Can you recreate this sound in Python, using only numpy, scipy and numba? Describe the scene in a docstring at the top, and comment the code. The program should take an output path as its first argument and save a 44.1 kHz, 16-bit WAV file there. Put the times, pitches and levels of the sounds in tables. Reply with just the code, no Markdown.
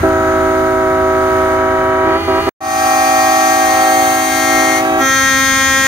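"""Truck air horns in a street of idling diesels, heard by a hand-held phone from two places, a silent cut between.
Far: a three-trumpet chord blows, a two-trumpet horn joins late, and the chord ends in a stutter.
Near: the sound fades in on the same chord, under a bright single trumpet close by, with its rush of air.
That trumpet breaks off as the chord ends, then blows alone. Horns and diesels are sums of drifting tones;
the air and the wash of the street are filtered noise."""
import sys
import numpy as np
from scipy import signal
from scipy.fft import rfft, irfft, next_fast_len
from scipy.io import wavfile
from scipy.ndimage import uniform_filter1d
from numba import njit

SR = 44100
rng = np.random.default_rng(int(sys.argv[2]) if len(sys.argv) > 2 else 0)


def generate_wav(signal):
    """Clip the signal to [-1, 1] and save it as 16-bit WAV at the path in sys.argv[1]."""
    frames = np.transpose(np.atleast_2d(signal))
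    scaled = np.clip(frames, -1, 1) * 32767
    pcm = np.round(scaled).astype(np.int16)
    wavfile.write(sys.argv[1], SR, pcm)


N = 258867
STEP = 64  # samples between control values
TOP_HZ = 15720  # the phone passes nothing much above this

# Overtones of each trumpet, first to last; the swell comes of the phone moving:
# (level over the valve curve [dB], left minus right [dB], swell [dB/s])
FAR_LOW = [(-13, -2.5, -0.3), (-11, 3, -0.7), (-15.5, 0, -3), (-27, 3.6, -1), (-6.5, 9, -2),
           (-8.5, -1, 2.3), (-16.5, -12, 4), (-18.5, 8, -1.5), (-48, 4.5, -4)]
FAR_MID = [(-10.5, 0, -4.5), (0.0, -0.5, -0.8), (-3.5, 3, 3.0), (-1.6, -4, 1), (-17, -5, -2), (-17, 4, 0),
           (-19, -3, 3.8), (-37, -2, 1), (-32.5, -6, 1), (-36, -12, 3.4), (-32, 5, 3), (-32, 12, -1.3)]
FAR_TOP = [(-1.45, -4, -0.65), (-8.5, -0.6, 1), (-8.5, -5.5, 4.5), (-11, 4.5, -3.5), (-18.5, -9, 6.5),
           (-20.5, 2, 3.5), (-35, -5, 2), (-24.5, -14, 2), (-39.1, -7, 2), (-27, 14, -0.3), (-44, -4.4, 4),
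           (-41, 10, -5), (-28, -9, 2), (-42.5, -1, -0.0), (-43, 11, 1.4), (-41.5, 11.4, 2),
           (-23.5, 14, -2), (-25.5, 15.7, -6)]
PAIR_LOW = [(1.5, -2.5, 0), (-11, 10, 0), (-11, -19, 0), (-19, -6, 0), (-15, 5, 0), (-20, 5, 0),
            (-19, 7, 0), (-21, 2.7, 0), (-20, -5, 0)]
PAIR_TOP = [(-5.5, -16, 0), (-9, 3, 0), (-5, -8, 0), (-6.5, 2, 0), (-12, 8, 0), (-16, -2, 0), (-15, -5, 0),
            (-18, -14, 0), (-17.5, 5, 0), (-28, 3, 0), (-12.5, 1, 0), (-27, -10, 0)]
NEAR_LOW = [(-10.5, -1, 3), (-17.5, -2, 2.5), (-6, 1.5, 0), (-17.5, 11, 0), (-11.5, -2, 2.5),
            (-18.5, -6, 4)]
NEAR_MID = [(-8.5, -0.7, 1.7), (-5, -0.5, 0.7), (-18, -6.3, 3.8), (-12.5, 0, 0.2), (-14.8, -3, 6.5),
            (-17.5, -4, 3.7), (-25, 0.6, 6.0), (-25, 5, 7.7), (-29, 0, 6.0), (-26, 7, 4.4),
            (-44, -2.0, 6.0), (-49, 1, 6.0)]
NEAR_TOP = [(-13.1, -2, 4), (-0.57, -1.7, -0.5), (-7.5, 0, 0), (-23.5, -4.3, -0.5), (-30.1, 0, -2),
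            (-26, 9, 9), (-38.4, 14, 4.8), (-38.9, -1, 7), (-42, -1.5, 8), (-31, 3.4, 8), (-50, 4.5, 4),
            (-31.5, -3, 0), (-41.1, -1.8, 0), (-38, -7.6, 4), (-45.0, 3.2, -6), (-48, 16.2, 6.0),
            (-26, 17.5, 2), (-33, 21.2, 0.2)]
SOLO_EARLY = [(-11.5, -4.5, 0), (-11.5, 3, 0), (-12, -12, 0), (-7, -1, 0), (-11, -2, 1), (-6, 11, .5),
              (.9, 7.5, -.5), (-6, 9.5, 6), (-7.5, 11, -1), (-17, -4, -2), (-23, 4, 1.5), (-15, 3.4, 3),
              (-19, 2, 2), (-14.5, -4, -1), (-18.5, -7, 2), (-14, 9, 1), (-12.5, -7, -1.5), (-19, -5, -5),
              (-19, 5, -5), (-20.5, 7, -5), (-16, 13, 1.5), (-17.7, 12.3, 6), (-9, 22, .4), (-10, 17, 5),
              (-13.5, 20.4, 4), (-20, 9, 2)]
# The single trumpet after its break, when the phone has turned and hears another colour: same columns
SOLO_LATE = [(-6, -3, -3), (-11.5, 3, 0), (-11, -12.6, -1), (-7, 1, 0.5), (-4, -9, -8), (-2.8, 6, 0.2),
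             (1.6, 3.5, 2), (-4.1, 16, 0), (-9, 1.8, -1), (-19.5, 9, 4.0), (-20, -8, 8), (-9, 4.5, -2),
             (-13.5, -2, -3), (-10.5, 6, -2.2), (-25, -0.8, 1.2), (-11.5, 19, -3), (-16.7, -12, 1),
             (-20.5, 9, 4), (-18.7, -17, 5), (-16, 9, 1), (-11.9, 17, -10), (-12.5, 12, -16),
             (-10, 19.5, 0), (-4, 19, -14), (-10.5, 22.9, 14), (-17, 9, 9)]
# The single trumpet's upper overtones: (frequency [Hz], level over the valve curve [dB], left minus right [dB])
SOLO_TREBLE = [(7150, -19, 8), (7560, -29.5, 0), (8520, -17.5, -5), (9200, -17.5, 5), (9940, -21, -2),
               (11530, -40, 3), (11900, -20.5, 8), (13400, -25, 2), (15600, -23, -3)]
# Loud far trumpets blend into sum tones: (level over the valve curve [dB], left minus right [dB], swell [dB/s])
SUM_TONES = [(-13.5, -5, -1.5), (-20, 2.6, -1), (-20.5, 3, -4.5), (-17, -6, 0)]
# What each sum tone adds up: (multiple of low pitch, of mid pitch, of top pitch)
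SUM_MULTIPLES = [(2, 3, 0), (0, 4, 1), (3, 2, 0), (0, 3, 2)]

# Blasts of each horn: (valve opens [s], valve shuts [s], level at first [dB], at last [dB],
# brightness at first [dB/octave], at last [dB/octave])
FAR_BLASTS = [(0.039, 2.165, -18.2, -18, -2.3, -2.2), (2.284, 2.395, -21, -18.5, -2, -2.5),
              (2.474, 2.6, -21.5, -20.6, -3, -2)]
PAIR_BLASTS = [(2.1, 2.6, -25, -20.5, 1.4, 0.32)]
NEAR_BLASTS = [(2.599, 5.001, -13.5, -15.5, 3.1, -1.2)]
SOLO_BLASTS = [(2.594, 4.78, -26, -23, 1.3, 0.85), (5.029, 5.898, -18, -16, -0.38, -0.85)]
# The hand sways between the near horns: (time [s], chord level [dB], single trumpet level [dB])
SWAY = [(2.9, 0.5, -1.4), (3.3, 0.7, 0.5), (4.0, 0.9, -0.5), (4.2, -2, -1.5), (4.36, -3.5, 1.1),
        (4.57, 0.7, 0.8), (4.78, -1.4, -1.6), (5.0, 0.2, -0.5), (5.5, -0.1, 0.1)]

# Air rushing from the single trumpet, before its blow level: (frequency [Hz], density [dB per Hz])
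AIR = [(500, -79), (900, -67), (2100, -67), (2700, -70), (4000, -73), (5500, -74), (6500, -69), (7600, -78),
       (9000, -72), (11000, -85), (13000, -71), (15500, -72)]
# How the phone's two ports share all noise: (frequency [Hz], left minus right [dB])
PORTS = [(3000, 0.5), (5500, -6), (6500, 20.5), (7600, -6), (9000, 5), (11000, -4), (13000, 16.5),
         (15500, -4)]

# Idling diesels, successive multiples of the repeat rate: (level over the rumble [dB], left minus right [dB])
IDLE_FAR = [(-44, -1), (-43.5, 2), (-32, -0.5), (-40.5, -1), (-40.5, -2), (-50.5, 1), (-56, 7), (-45, 4),
            (-49.5, -2)]
IDLE_NEAR = [(-53, 0), (-45, 0), (-62, 0), (-35, 0), (-38.5, 0), (-39, 0), (-41.5, 0), (-51, 0), (-41.5, 0),
             (-41.5, 0), (-40, 0), (-43.5, 0)]
# Thin wavering tones in the distance: (frequency [Hz], level [dB], start [s])
DISTANT = [(500.7, -45, 0), (1675, -41, 2.6), (1218.7, -45, 4.9), (332.9, -43, 4.9)]
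# Wash of the street, before its background level: (frequency [Hz], density [dB per Hz])
STREET = [(30, -60), (50, -53), (90, -49.5), (150, -58), (220, -58.5), (450, -61.5), (1450, -58.5),
          (2100, -64), (2700, -73), (4000, -76), (5500, -82), (6500, -78.5), (7600, -87.5), (9000, -78),
          (11000, -86), (13000, -86), (15500, -82)]
# Background level as heard at the phone: (time [s], rumble [dB], middle [dB], treble [dB])
BACKGROUND_LEVEL = [(0, 7.5, 7.5, 5), (.15, 2.5, 3.5, 1.5), (.7, 1, -0.5, 1), (1.53, 0, 2, 3),
                    (1.62, 0, 4, -2), (2.1, .5, 3.5, -1.5), (2.49, 0, 0, 5), (2.9, -8.5, -9, 8),
                    (4.2, -8, -7.5, 7), (4.85, -5.5, 0, 6.5), (5.15, -3.5, -9, 5), (5.87, -2, -4, 6.5)]

# Pitches of the trumpets [Hz], low to top; the single trumpet before and after its break
FAR_HZ, PAIR_HZ = (266.1, 321.25, 379.55), (331.8, 405.7)
NEAR_HZ, SOLO_HZ = (266.5, 322.05, 379.85), (267.1, 267.27)
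IDLE_HZ = (26.65, 21.4)  # repeat rate of the diesels, far and near

# Stretches in which each source is computed (from [s], to [s])
FAR_S, PAIR_S, NEAR_S, CHORD_S = (0, 2.5), (1.9, 2.5), (2.6, 5.87), (2.6, 5.3)
SOLO_S = ((2.6, 4.92), (4.92, 5.87))
SOLO_LAG_S = -.00002  # the left port hears the single trumpet first

# Valve of each horn: (attack [s], first drop [dB], over [s], then echoes fading [dB/s],
# dulling [dB/octave for each dB lost])
FAR_VALVE, PAIR_VALVE = (.015, 7.9, 0.0243, 132, .15), (0.15, 8, .03, 130, .01)
NEAR_VALVE, SOLO_VALVE = (.03, 11.6, .045, 170, .3), (0.076, 6.7, 0.032, 260, 0.16)
SHUT_DB = 38  # a blast rises from this far below its level
BLAT_DB, BLAT_DULL, BLAT_S = 3, 3.8, 0.046  # a blast opens with a loud, dark blat (dB, dB/octave, decay s)

CUT_S = 2.4925  # the far place is cut here
BACK_S, FADE_S, FADE_BEND = 2.605, .255, .55  # the sound returns, quickly at first


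def far_chord():
    """Three distant trumpets; every reed gives a row of overtones, and the loud reeds make sum tones."""
    hz, rows = overtones(FAR_HZ, (FAR_LOW, FAR_MID, FAR_TOP))
    hz = np.append(hz, np.array(SUM_MULTIPLES) @ FAR_HZ)
    rows = np.vstack([rows, SUM_TONES])
    curve = valve(FAR_BLASTS, FAR_VALVE)
    return tones(FAR_S, hz, rows, curve, .00011, drift=0.12, flutter=0.075, surge=.03, jitter=0.0007993)


def far_pair():
    """A two-trumpet horn whose slow valve swells in beside the far chord."""
    hz, rows = overtones(PAIR_HZ, (PAIR_LOW, PAIR_TOP))
    return tones(PAIR_S, hz, rows, valve(PAIR_BLASTS, PAIR_VALVE), .0001, drift=0.32, flutter=0.085)


def near_chord():
    """The three-trumpet chord from the near place, its level swayed by the hand."""
    when, chord_db, _ = np.transpose(SWAY)
    curve = valve(NEAR_BLASTS, NEAR_VALVE, np.interp(control_times(), when, chord_db))
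    hz, rows = overtones(NEAR_HZ, (NEAR_LOW, NEAR_MID, NEAR_TOP))
    return tones(CHORD_S, hz, rows, curve, 0.0002, drift=0.13, flutter=0.09, surge=0.015, jitter=.0008)


def single_trumpet():
    """One bright reed close by, with overtones up to the phone's limit, and the air that drives it."""
    when, _, solo_db = np.transpose(SWAY)
    curve = valve(SOLO_BLASTS, SOLO_VALVE, np.interp(control_times(), when, solo_db))
    at, db, pan_db = np.transpose(SOLO_TREBLE)
    out = air_rush(curve)
    for span, pitch, lower in zip(SOLO_S, SOLO_HZ, (SOLO_EARLY, SOLO_LATE)):
        upper = pitch * np.arange(len(lower) + 1, int(TOP_HZ / pitch))
        treble = np.transpose([np.interp(upper, at, db), np.interp(upper, at, pan_db), 0 * upper])
        rows = np.vstack([lower, treble])
        hz = pitch * np.arange(1, len(rows) + 1)
        out = out + tones(span, hz, rows, curve, SOLO_LAG_S, drift=0.17, flutter=0.2,
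                          surge=0.010075, jitter=.0012)
    return out


def air_rush(curve):
    """Turbulent air from the single trumpet: noise pulsing once a cycle, its level uneven in each band."""
    t = np.arange(N) / SR
    when, level_db, _ = curve.T
    # the rush follows half the horn's level change in dB
    blow = undb(0.5 * (np.interp(t, when, level_db) + 22.2).clip(-40, 1.5)) * (t > CUT_S)
    edges_hz = (100, 2500, 5000, 7500, 10500, 30000)
    air = 0
    for lo, hi in zip(edges_hz, edges_hz[1:]):
        air = air + undb(3.5 * wander(9)) * noise(AIR, lo, hi)
    pulse = 1 + .5 * np.cos(2 * np.pi * SOLO_HZ[0] * t)
    return blow * pulse * air


def idling_diesels():
    """Engines repeating at a low rate: a row of multiples that follows the background's rumble level."""
    at, rumble_db, *_ = np.transpose(BACKGROUND_LEVEL)
    curve = np.transpose([at, rumble_db, 0 * at])
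    out = np.zeros((2, N))
    for span, rate, rows in zip((FAR_S, NEAR_S), IDLE_HZ, (IDLE_FAR, IDLE_NEAR)):
        out += tones(span, *overtones([rate], [rows]), curve, 0, drift=0.24, flutter=0.15)
    return out


def distant_tones():
    """Thin single tones far off, each rising at its start and wavering strongly."""
    out = np.zeros((2, N))
    for hz, db, start in DISTANT:
        span = FAR_S if start < CUT_S else NEAR_S
        rise = [(start, -40, 0), (start + 0.12, 0, 0)]
        out += tones(span, np.array([hz]), [(db, 0)], rise, 0, drift=1.0, flutter=.1)
    return out


def street_wash():
    """The wash of the street: three bands of noise, each with its own level as heard and a slow wander."""
    t = np.arange(N) / SR
    at, *columns = np.transpose(BACKGROUND_LEVEL)
    edges_hz = (5, 230, 2600, 30000)
    out = np.zeros((2, N))
    for band_db, lo, hi in zip(columns, edges_hz, edges_hz[1:]):
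        level_db = np.interp(t, at, band_db) + 1.2 * wander(4.7)
        out += undb(level_db) * noise(STREET, lo, hi)
    return out


def valve(blasts, rule, sway_db=0):
    """Rows (time, level dB, brightness): a blast rises, holds, drops and fades duller; the loudest counts."""
    s = control_times()
    attack_s, drop_db, drop_s, fade_db_s, dull = rule
    levels, brights = [], []
    for t0, t1, db0, db1, bright0, bright1 in blasts:
        lost = SHUT_DB * ((t0 - s) / attack_s).clip(0) ** 2
        lost += drop_db * ((s - t1) / drop_s).clip(0, 1)
        lost += fade_db_s * (s - t1 - drop_s).clip(0)
        blat = np.exp(-(s - t0).clip(0) / BLAT_S)
        levels.append(np.interp(s, (t0, t1), (db0, db1)) + BLAT_DB * blat - lost.clip(0, 90))
        bright = np.interp(s, (t0, t1), (bright0, bright1))
        brights.append(bright - BLAT_DULL * blat - dull * lost.clip(0, SHUT_DB))
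    loudest = np.argmax(levels, axis=0)
    return np.transpose([s, np.choose(loudest, levels) + sway_db, np.choose(loudest, brights)])


def overtones(pitches, tables):
    """Whole multiples of each pitch, one for each table row, joined with all the rows."""
    hz = [pitch * np.arange(1, len(table) + 1) for pitch, table in zip(pitches, tables)]
    return np.concatenate(hz), np.concatenate(tables)


def tones(span, hz, rows, curve, lag_s, drift, flutter, surge=0, jitter=0):
    """Tones heard over several paths: the swaying phone makes each drift, echoes blur it a little."""
    a, b = int(span[0] * SR) // STEP, min(int(span[1] * SR), N) // STEP
    s = np.arange(a, b + 1) * STEP / SR
    db, pan_db, *swell = np.transpose(rows)
    at, level_db, bright_db = np.transpose(curve)
    level = undb(np.interp(s, at, level_db))

    # a reed goes sharp while the valve opens or shuts, and its pitch trembles
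    change = np.clip(abs(np.gradient(np.log(level), s)) / 30, 0, 1)
    sharp = 1 + surge * uniform_filter1d(change, size=36)
    sharp = sharp + jitter * walk(24.9, count=1, size=len(s))[0].real
    phase = 2 * np.pi * np.cumsum(sharp) * STEP / SR

    tilt_db = np.outer(np.log2(hz / 800), np.interp(s, at, bright_db))
    gain = level * undb(db[:, None] + tilt_db)
    if swell:
        gain = gain * undb(np.outer(swell[0], s - s.mean()))

    # short waves reach the two ports by different paths
    apart = np.clip(hz / 3000, .03, .9)[:, None]
    drift = drift * (1 + 1.56 * apart)

    def path():
        return drift * walk(2.54, len(hz), len(s)) + flutter * walk(40, len(hz), len(s))

    both = path()
    start = 2 * np.pi * rng.random(len(hz))
    sides = []
    for side in (1, -1):  # left, right
        port = undb(side * pan_db / 2) * np.exp(1j * (start - side * np.pi * hz * lag_s))
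        port /= np.sqrt(np.cosh(pan_db * np.log(10) / 20) / 2)  # panning keeps the total power
        blur = 1 + np.sqrt(1 - apart) * both + np.sqrt(apart) * path()
        sides.append(gain * port[:, None] / np.sqrt(1 + drift ** 2) * blur)
    out = np.zeros((2, N))
    out[:, a * STEP:b * STEP] = partials(phase, hz, np.array(sides), STEP)
    return out


@njit
def partials(phase, hz, gain, step):
    """Sum of tones at hz times the phase; phase and complex gains (channel, tone, time) glide between steps."""
    out = np.zeros((2, (len(phase) - 1) * step))
    for k in range(len(hz)):
        for j in range(len(phase) - 1):
            z = np.exp(1j * hz[k] * phase[j])
            turn = np.exp(1j * hz[k] * (phase[j + 1] - phase[j]) / step)
            for i in range(step):
                for c in range(2):
                    glide = gain[c, k, j] + (gain[c, k, j + 1] - gain[c, k, j]) * (i / step)
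                    out[c, j * step + i] += (z * glide).real
                z *= turn
    return out


def noise(table, lo_hz, hi_hz):
    """A soft-edged band of noise of the given density; alike left and right only in the bass."""
    size = next_fast_len(N)
    f = np.fft.rfftfreq(size, 1 / SR) + 1
    mid, side = rfft(rng.standard_normal((2, size)))
    share = np.clip((f / 1100) ** 2.0, .003, .48)  # power that differs between the ports
    at, density_db = np.transpose(table)
    colour = undb(np.interp(np.log(f), np.log(at), density_db)) * np.sqrt(SR / 2)
    colour *= np.sqrt(1 / (1 + (f / hi_hz) ** 4) - 1 / (1 + (f / lo_hz) ** 4))
    pan_db = np.interp(f, *np.transpose(PORTS))
    ports = []
    for k in (1, -1):  # left, right
        mixed = np.sqrt(1 - share) * mid + k * np.sqrt(share) * side
        ports.append(irfft(colour * undb(k * pan_db / 2) * mixed, size)[:N])
    return np.array(ports)


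def walk(rate, count, size):
    """Slow complex chance of unit spread, one row each, at the control rate; smoothed over 1/rate s, twice."""
    k = max(int(SR / STEP / rate), 1)
    z = rng.standard_normal((2, count, size))
    for _ in range(2):
        z = uniform_filter1d(z, k, mode="wrap")
    return (z[0] + 1j * z[1]) * np.sqrt(.75 * k)


def wander(rate):
    """One real slow walk, held over each control step to fill every sample."""
    return np.repeat(walk(rate, count=1, size=N // STEP + 1)[0].real, STEP)[:N]


def control_times():
    """Times of the control values in seconds."""
    return np.arange(N // STEP + 1) * STEP / SR


def undb(db):
    """Amplitude factor of a level in dB."""
    return 10 ** (np.asarray(db) / 20)


def scene():
    """Both places: the horns, then the street behind them."""
    horns = far_chord() + far_pair() + near_chord() + single_trumpet()
    return horns + idling_diesels() + distant_tones() + street_wash()


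def record(dry):
    """The phone bends loud peaks a little; the sound is cut dead, fades in again, and loses its top."""
    t = np.arange(N) / SR
    bent = np.tanh(.8 * (dry + 0.014 * dry ** 2)) / 0.82
    bent = signal.sosfilt(signal.butter(2, 25, "high", fs=SR, output="sos"), bent)
    gate = np.where(t < CUT_S, 1, .04 * np.exp(-(t - CUT_S) / .007))  # a faint, brief tail at the cut
    gate = gate + ((t - BACK_S) / FADE_S).clip(0, 1) ** FADE_BEND
    return signal.sosfilt(signal.ellip(12, .2, 60, TOP_HZ, fs=SR, output="sos"), bent * gate)


dry = scene()
out = record(dry)
generate_wav(out)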